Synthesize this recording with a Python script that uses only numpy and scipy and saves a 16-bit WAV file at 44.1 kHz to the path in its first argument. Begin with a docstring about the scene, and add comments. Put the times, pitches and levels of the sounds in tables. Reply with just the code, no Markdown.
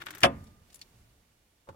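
"""Key and steering lock in a parked car

Close up, on a hand-held microphone in the cabin: a hand works a control on the steering column,
probably drawing the key from its lock. It scrapes and ratchets over sprung pins, then a bolt snaps
home, ringing the column and booming in the cabin. Small metal parts tinkle and a dull knock follows,
over a faint rumble and hiss, a brief hum and the bumps of the microphone."""
import sys
import numpy as np
from scipy import signal
from scipy.fft import rfft, irfft
from scipy.io import wavfile
from scipy.ndimage import uniform_filter1d

SR = 44100
rng = np.random.default_rng(int(sys.argv[2]) if len(sys.argv) > 2 else 0)


def dump(signal):
    """Clip the signal to [-1, 1] and save it as 16-bit WAV at the path in sys.argv[1]."""
    limited = np.clip(np.atleast_2d(signal).T, -1, 1)
    pcm = np.round(limited * 32767).astype(np.int16)
    wavfile.write(sys.argv[1], SR, pcm)


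N = 77175

# how alike the microphone's two sides are (frequency [Hz], correlation [0-1])
STEREO_LIKENESS = [(60, .97), (220, .95), (380, .8), (650, .2), (1300, .05), (2500, .2), (4500, 0)]
# room tone of the cabin (time [s], rumble [dB], hiss [dB])
ROOM_TONE_LEVELS = [(0, -68, -72.5), (0.22, -65.5, -73), (0.401, -56.5, -67), (.58, -64.5, -71.5),
                    (.72, -68.5, -68), (1.0, -66.5, -69), (1.25, -72, -72.5), (1.75, -78, -74)]
# level curves (time [s], level [dB])
HUM_LEVELS = [(.925, -77), (.952, -59.5), (1.03, -61), (1.135, -64.5), (1.17, -80)]
SLIDE_LEVELS = [(0, -56.5), (.03, -57), (.05, -64.5), (.066, -54), (.1, -56), (.125, -55), (.2, -61),
                (.228, -50), (.25, -80.5)]  # metal catching and slipping in the lock
# single events (time [s], level [dB])
MIC_BUMPS = [(0.296, -48), (0.377, -47), (0.414, -43.5), (0.621, -55.5), (1.016, -56), (1.701, -49.5)]
TRIM_KNOCKS = [(1.673, -59.5), (1.6789, -58), (1.6888, -41), (1.7273, -59.5), (1.745, -59)]
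METAL_PINGS = [(.442, -68), (.7438, -52)]
# small metal parts touching (time [s], tinkle [dB], clink [dB], build-up [s])
METAL_TOUCHES = [(.442, -60, -69.5, 0.0023), (.471, -82, -62.5, 0.0027), (.704, -70, -61.5, 0.0031),
                 (.730, -60, -62.5, 0.0037), (0.7439, -47.5, -62, 0.00028), (.7585, -50, -65, 0.002),
                 (0.7924, -58.5, -62.5, .0004), (0.8146, -50.5, -47, 0.00019), (0.821, -61, -52.5, 0.00059)]
# sprung pins dropping (time [s], clack [dB], tick [dB], build-up [s])
PIN_DROPS = [(0.021, -39, -55.5, 0.0063), (0.0634, -48, -47.5, 0.0026), (0.0674, -33, -62, 0.00014),
             (0.0854, -39.5, -62, 0.00024), (0.107, -39.5, -43.5, 0.001), (0.138, -45, -75, .0004),
             (0.1506, -45.5, -45, .0014), (0.172, -47, -66.5, .0004), (0.183, -51.5, -47, 0.0012),
             (0.2055, -50, -45, 0.00037), (0.217, -44, -50, .001), (0.2294, -37, -55, .002)]
# the bolt's blow and rebounds (time [s], crack [dB], column [dB])
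BOLT_BLOWS = [(0.2333, -13, -26), (0.2358, -20.5, -26.5), (0.2393, -22.5, -23), (0.2451, -22, -29),
              (0.2504, -24, -25), (0.2567, -29.5, -27)]

# spectra of lasting noises (frequency [Hz], relative band level [dB])
RUMBLE_BANDS = [(25, -5), (40, -3.5), (70, 1.5), (130, -3), (200, -2), (350, -8), (1500, -11.5)]
HISS_BANDS = [(300, -4.5), (600, 0), (1200, -2.5), (2500, 1.5), (5000, 1.5), (10000, 2.5), (16000, 0.5)]
SCRAPE_BANDS = [(100, -12), (140, 4), (220, -12.5), (330, -8), (480, -11.5), (900, -5), (1500, 1),
                (3000, -3.5), (5000, -10.5), (14000, -18)]
# dense ringing of each struck part (frequency [Hz], relative band level [dB], t60 [s])
MIC_BUMP_BANDS = [(45.4, -11.5, 0.13), (69.6, 18, 0.059), (120, -1, 0.11), (302, -24, 0.13)]
TRIM_BANDS = [(60.2, -14, 0.26), (252.7, -15, 0.2), (521, -0.5, 0.045), (707, -10, 0.051), (1031, 5, 0.054),
              (1780, -15.5, 0.078), (4000, -19.5, 0.089), (15140, -24.5, 0.044)]
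TINKLE_BANDS = [(2003, -21, 0.029), (5166, -11, 0.051), (8070, 3, 0.023), (10840, -11, .04),
                (13930, 1, 0.032), (16000, -16, .03)]
CLINK_BANDS = [(1000, -28, 0.036), (2200, -3, 0.044), (5230, 2, 0.053), (10000, -11.5, 0.035),
               (15000, -22, 0.023)]
PIN_CLACK_BANDS = [(494, -21, 0.056), (927, -9.5, 0.037), (1770, 6, 0.028), (2390, -7, 0.035),
                   (3100, 0, 0.035), (4430, -10, 0.036), (15000, -25.5, .02)]
PIN_TICK_BANDS = [(1500, -14.5, .03), (4006, -9.5, .035), (7000, -2, 0.074), (9983, -3.5, .035),
                  (13000, 5.5, .035), (16080, -8, 0.037)]
BOLT_CRACK_BANDS = [(800, -11.5, .06), (1200, -6.5, .065), (1590, 0.5, .06), (2500, 2, 0.054),
                    (3160, 4, .048), (4000, -16, .05), (4960, 1.5, 0.03), (6460, -15.5, 0.049),
                    (9600, -14, .075), (15950, -35, .06)]
COLUMN_BANDS = [(53, -32, 0.1), (123, -4.5, 0.083), (200, -5, .15), (397, -8, 0.1), (610, 1.5, 0.09),
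                (800, -6, .08), (1000, 1, .09), (1300, 2, 0.05), (3040, -20, 0.071)]
CABIN_BANDS = [(40, -20, .8), (70, -5, .7), (117, -5, .39), (180, 2.5, 0.8), (331, -5.5, .42),
               (650, 0.5, 0.46), (1200, -1, 0.33), (1995, -2, .4), (4012, -16.5, .34), (10000, -35, .5)]
# clear modes of each part (frequency [Hz], relative level [dB], t60 [s])
TRIM_MODES = [(547, -5, 0.053), (872, -12.5, 0.08)]
PING_MODES = [(10120, 0, .1), (10170, 1, 0.14), (12600, -10, 0.14)]
CLINK_MODES = [(4390, 0, 0.033)]
SPRING_MODES = [(9830, 0, .075), (10030, -1, .07), (12600, -11, .08)]
BOLT_MODES = [(1680.3, 1, 0.097), (1907, -2.5, 0.11), (2353, 0, .07), (2433, -0.5, 0.051),
              (2626, -1.5, 0.11), (2795, -4.5, .08), (3107, -4, .08), (3431, 0.5, 0.087), (3456, -3, .06)]
CABIN_MODES = [(65.6, -3.5, .8), (88.3, -1, .8), (129.3, -0.5, .62), (215, -2, .55), (1207, -11.5, 0.91)]
# steering column modes (frequency [Hz], relative level [dB], t60 [s], pan above the bass [dB])
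COLUMN_MODES = [(267.3, -16, .37, -0.5), (355.3, -19, 0.25, -3), (479, -20, .27, -3), (554, -3, .16, -4.5),
                (670.6, -1, 0.13, 6), (727.3, 0, 0.1, 8), (912, -10.5, .14, 3), (1036, -15.5, .2, 8),
                (1210.5, -12.5, 0.16, 7), (1284, -9.5, 0.098, 1), (1415, -10.5, .085, -3.5)]

# pans are left minus right; below the crossover every source tends to the bass pan
BASS_PAN_DB, PAN_CROSSOVER_HZ = -1.3, 460
ROOM_PAN_DB, LOCK_PAN_DB, COLUMN_PAN_DB, METAL_PAN_DB = -3, 4, 3, 5.5
THIRD_OCTAVES_HZ = 25 * 2 ** (np.arange(29) / 3)
TIME_S = np.arange(N) / SR


def undb(db):
    """Decibels to gain."""
    return 10 ** (np.asarray(db) / 20)


def at(table, hz, column=1):
    """Read a table on a log-frequency axis."""
    table = np.array(table, float)
    return np.interp(np.log(hz), np.log(table[:, 0]), table[:, column])


def envelope(levels):
    """Gain along a level curve, silent outside it."""
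    times, db = np.array(levels).T
    return undb(np.interp(TIME_S, times, db, left=-np.inf, right=-np.inf))


def wander(rate_hz):
    """Smooth random drift with a spread near 1."""
    hold = int(SR / rate_hz)
    steps = np.repeat(rng.standard_normal(N // hold + 1), hold)
    return np.sqrt(2) * uniform_filter1d(steps, hold)[:N]


def sides(pan_db, hz):
    """Left and right gains; the bass fills the cabin almost evenly."""
    share = 1 / (1 + (PAN_CROSSOVER_HZ / hz) ** 6)
    db = BASS_PAN_DB + (pan_db - BASS_PAN_DB) * share
    gains = undb(np.array([[db], [-db]]) / 2)
    return gains / np.sqrt(np.mean(gains ** 2))


def add(out, start_s, db, sound, lead=0):
    """Mix a sound in so that its sample number `lead` falls on start_s."""
    first = int(start_s * SR) - lead
    begin, end = max(first, 0), min(first + sound.shape[1], N)
    out[:, begin:end] += undb(db) * sound[:, begin - first:end - first]


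def bands(table, size):
    """Third-octave stereo noises across a table's range: yields centre, gain and noise."""
    low_hz, high_hz = table[0][0] / np.sqrt(2), table[-1][0] * np.sqrt(2)
    centres = THIRD_OCTAVES_HZ[(THIRD_OCTAVES_HZ > low_hz) & (THIRD_OCTAVES_HZ < high_hz)]
    gains = undb(at(table, centres))
    bins_hz = np.maximum(np.fft.rfftfreq(size, 1 / SR), 1)
    alike = at(STEREO_LIKENESS, bins_hz)
    mid, side = rfft(rng.standard_normal((2, size))) * np.sqrt([1 + alike, 1 - alike])
    for hz, gain in zip(centres, gains / np.linalg.norm(gains)):
        window = np.cos(np.pi / 2 * np.clip(3 * np.log2(bins_hz / hz), -1, 1))
        noise = irfft(np.array([mid + side, mid - side]) * window, size)
        yield hz, gain, noise / (noise.std() + 1e-12)


def wash(table, pan_db, flicker_db):
    """Lasting noise whose bands flicker on their own."""
    return sum(gain * sides(pan_db, hz) * noise * undb(flicker_db * wander(42))
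               for hz, gain, noise in bands(table, N))


def ring(modes, pan_db=0):
    """Decaying modes; the higher ones reach the microphone's two sides out of step."""
    out = 0
    total = np.linalg.norm([undb(mode[1]) for mode in modes])
    for (hz, db, t60, *own_pan_db), phase in zip(modes, rng.uniform(0, 2 * np.pi, len(modes))):
        apart = np.arccos(at(STEREO_LIKENESS, hz)) * np.array([[.5], [-.5]])
        env = np.exp(-np.log(1000) * TIME_S / t60) * (1 - np.exp(-TIME_S * hz))
        pan = own_pan_db[0] if own_pan_db else pan_db
        out += undb(db) * sides(pan, hz) * env * np.sin(2 * np.pi * hz * TIME_S + phase + apart)
    return out * np.sqrt(2) / total


def impact(table, pan_db, rise_s, size):
    """One blow on a part with many close modes; it lands a quarter of the way into the buffer."""
    t = (np.arange(size) - size // 4) / SR
    out = 0
    for hz, gain, noise in bands(table, size):
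        build_up = np.minimum(t, 0) / max(rise_s, 1 / (2 * np.pi * hz))
        decay = np.log(1000) * np.maximum(t, 0) / at(table, hz, column=2)
        env = np.exp(build_up - decay)
        burst = noise * env
        burst *= np.linalg.norm(env) / np.linalg.norm(burst, axis=1, keepdims=True)
        out += gain * sides(pan_db, hz) * burst
    return out


def blows(events, table, pan_db, size=8192):
    """A series of blows on one part, each (time [s], level [dB], build-up [s])."""
    out = np.zeros((2, N))
    for start_s, db, rise_s in events:
        add(out, start_s, db, impact(table, pan_db, rise_s, size), lead=size // 4)
    return out


def room_tone():
    """Low cabin rumble and faint hiss around the microphone, swelling and then settling."""
    times, rumble_db, hiss_db = np.array(ROOM_TONE_LEVELS).T
    rumble = wash(RUMBLE_BANDS, ROOM_PAN_DB, flicker_db=1) * undb(np.interp(TIME_S, times, rumble_db))
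    hiss = wash(HISS_BANDS, ROOM_PAN_DB, flicker_db=.36) * undb(np.interp(TIME_S, times, hiss_db))
    return rumble + hiss


def hum():
    """A brief, wavering low hum in the background."""
    centre_hz, waver = 115.8, .0503
    hz = centre_hz * (1 + waver * wander(30.05))
    return sides(BASS_PAN_DB, centre_hz) * envelope(HUM_LEVELS) * np.sin(2 * np.pi * np.cumsum(hz) / SR)


def mic_handling():
    """Soft low bumps from the hand holding the microphone."""
    return blows([(s, db, .005) for s, db in MIC_BUMPS], MIC_BUMP_BANDS, BASS_PAN_DB, size=16384)


def trim_knocks():
    """Dull knocks ring the hollow trim briefly, near the centre."""
    out = blows([(s, db, .0003) for s, db in TRIM_KNOCKS], TRIM_BANDS, pan_db=.5, size=16384)
    for s, db in TRIM_KNOCKS:
        add(out, s, db + 2, ring(TRIM_MODES))
    return out


def metal_tinkles():
    """Small metal parts, likely keys, touch close by; two tinkles and the hardest clink ring on."""
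    tinkles = [(s, db, rise) for s, db, _, rise in METAL_TOUCHES]
    clinks = [(s, db, rise) for s, _, db, rise in METAL_TOUCHES]
    out = blows(tinkles, TINKLE_BANDS, METAL_PAN_DB) + blows(clinks, CLINK_BANDS, pan_db=.5)
    for s, db in METAL_PINGS:
        add(out, s, db, ring(PING_MODES, METAL_PAN_DB))
    hardest_s, hardest_db, _ = max(clinks, key=lambda clink: clink[1])
    add(out, hardest_s, hardest_db + 5, ring(CLINK_MODES))
    return out


def lock_ratchet():
    """Left of centre, metal scrapes and creaks; each pin rides up and drops with a clack and a tick."""
    creak_hz, waver, creak_db, roughness_db = 330, .06, -1.5, 3
    clacks = blows([(s, db, rise) for s, db, _, rise in PIN_DROPS], PIN_CLACK_BANDS, LOCK_PAN_DB)
    ticks = blows([(s, db, rise) for s, _, db, rise in PIN_DROPS], PIN_TICK_BANDS, LOCK_PAN_DB)
    scrape = wash(SCRAPE_BANDS, LOCK_PAN_DB, flicker_db=.5) * undb(roughness_db * wander(240))
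    hz = creak_hz * (1 + waver * wander(65))
    creak = np.sin(2 * np.pi * np.cumsum(hz) / SR) * undb(creak_db + roughness_db * wander(50))
    return clacks + ticks + (scrape + creak) * envelope(SLIDE_LEVELS)


def bolt_snap():
    """Close up, the sprung bolt cracks against its stop and rebounds, ringing column and cabin."""
    out = blows([(s, db, 0) for s, db, _ in BOLT_BLOWS], BOLT_CRACK_BANDS, pan_db=.5)
    out += blows([(s, db, 0) for s, _, db in BOLT_BLOWS], COLUMN_BANDS, COLUMN_PAN_DB, size=16384)
    first_s = BOLT_BLOWS[0][0]
    heaviest_s = max(BOLT_BLOWS, key=lambda blow: blow[2])[0]
    add(out, heaviest_s, db=-12, sound=ring(COLUMN_MODES))
    add(out, heaviest_s, db=-38, sound=ring(CABIN_MODES))
    add(out, first_s, db=-16, sound=ring(BOLT_MODES, COLUMN_PAN_DB))
    add(out, first_s, db=-31, sound=ring(SPRING_MODES, METAL_PAN_DB))
    cabin_tail = blows([(heaviest_s, -37.5, 0)], CABIN_BANDS, pan_db=0, size=65536)
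    return out + cabin_tail


def scene():
    """Everything the microphone hears from the driver's seat."""
    foreground = lock_ratchet() + bolt_snap() + metal_tinkles() + trim_knocks()
    return foreground + mic_handling() + hum() + room_tone()


def record(dry):
    """The recorder rounds the highest peaks and cuts the top above 16 kHz."""
    low_pass = signal.ellip(8, .2, 70, 16000, fs=SR, output="sos")
    return signal.sosfilt(low_pass, np.tanh(dry))


dry = scene()
out = record(dry)
dump(out)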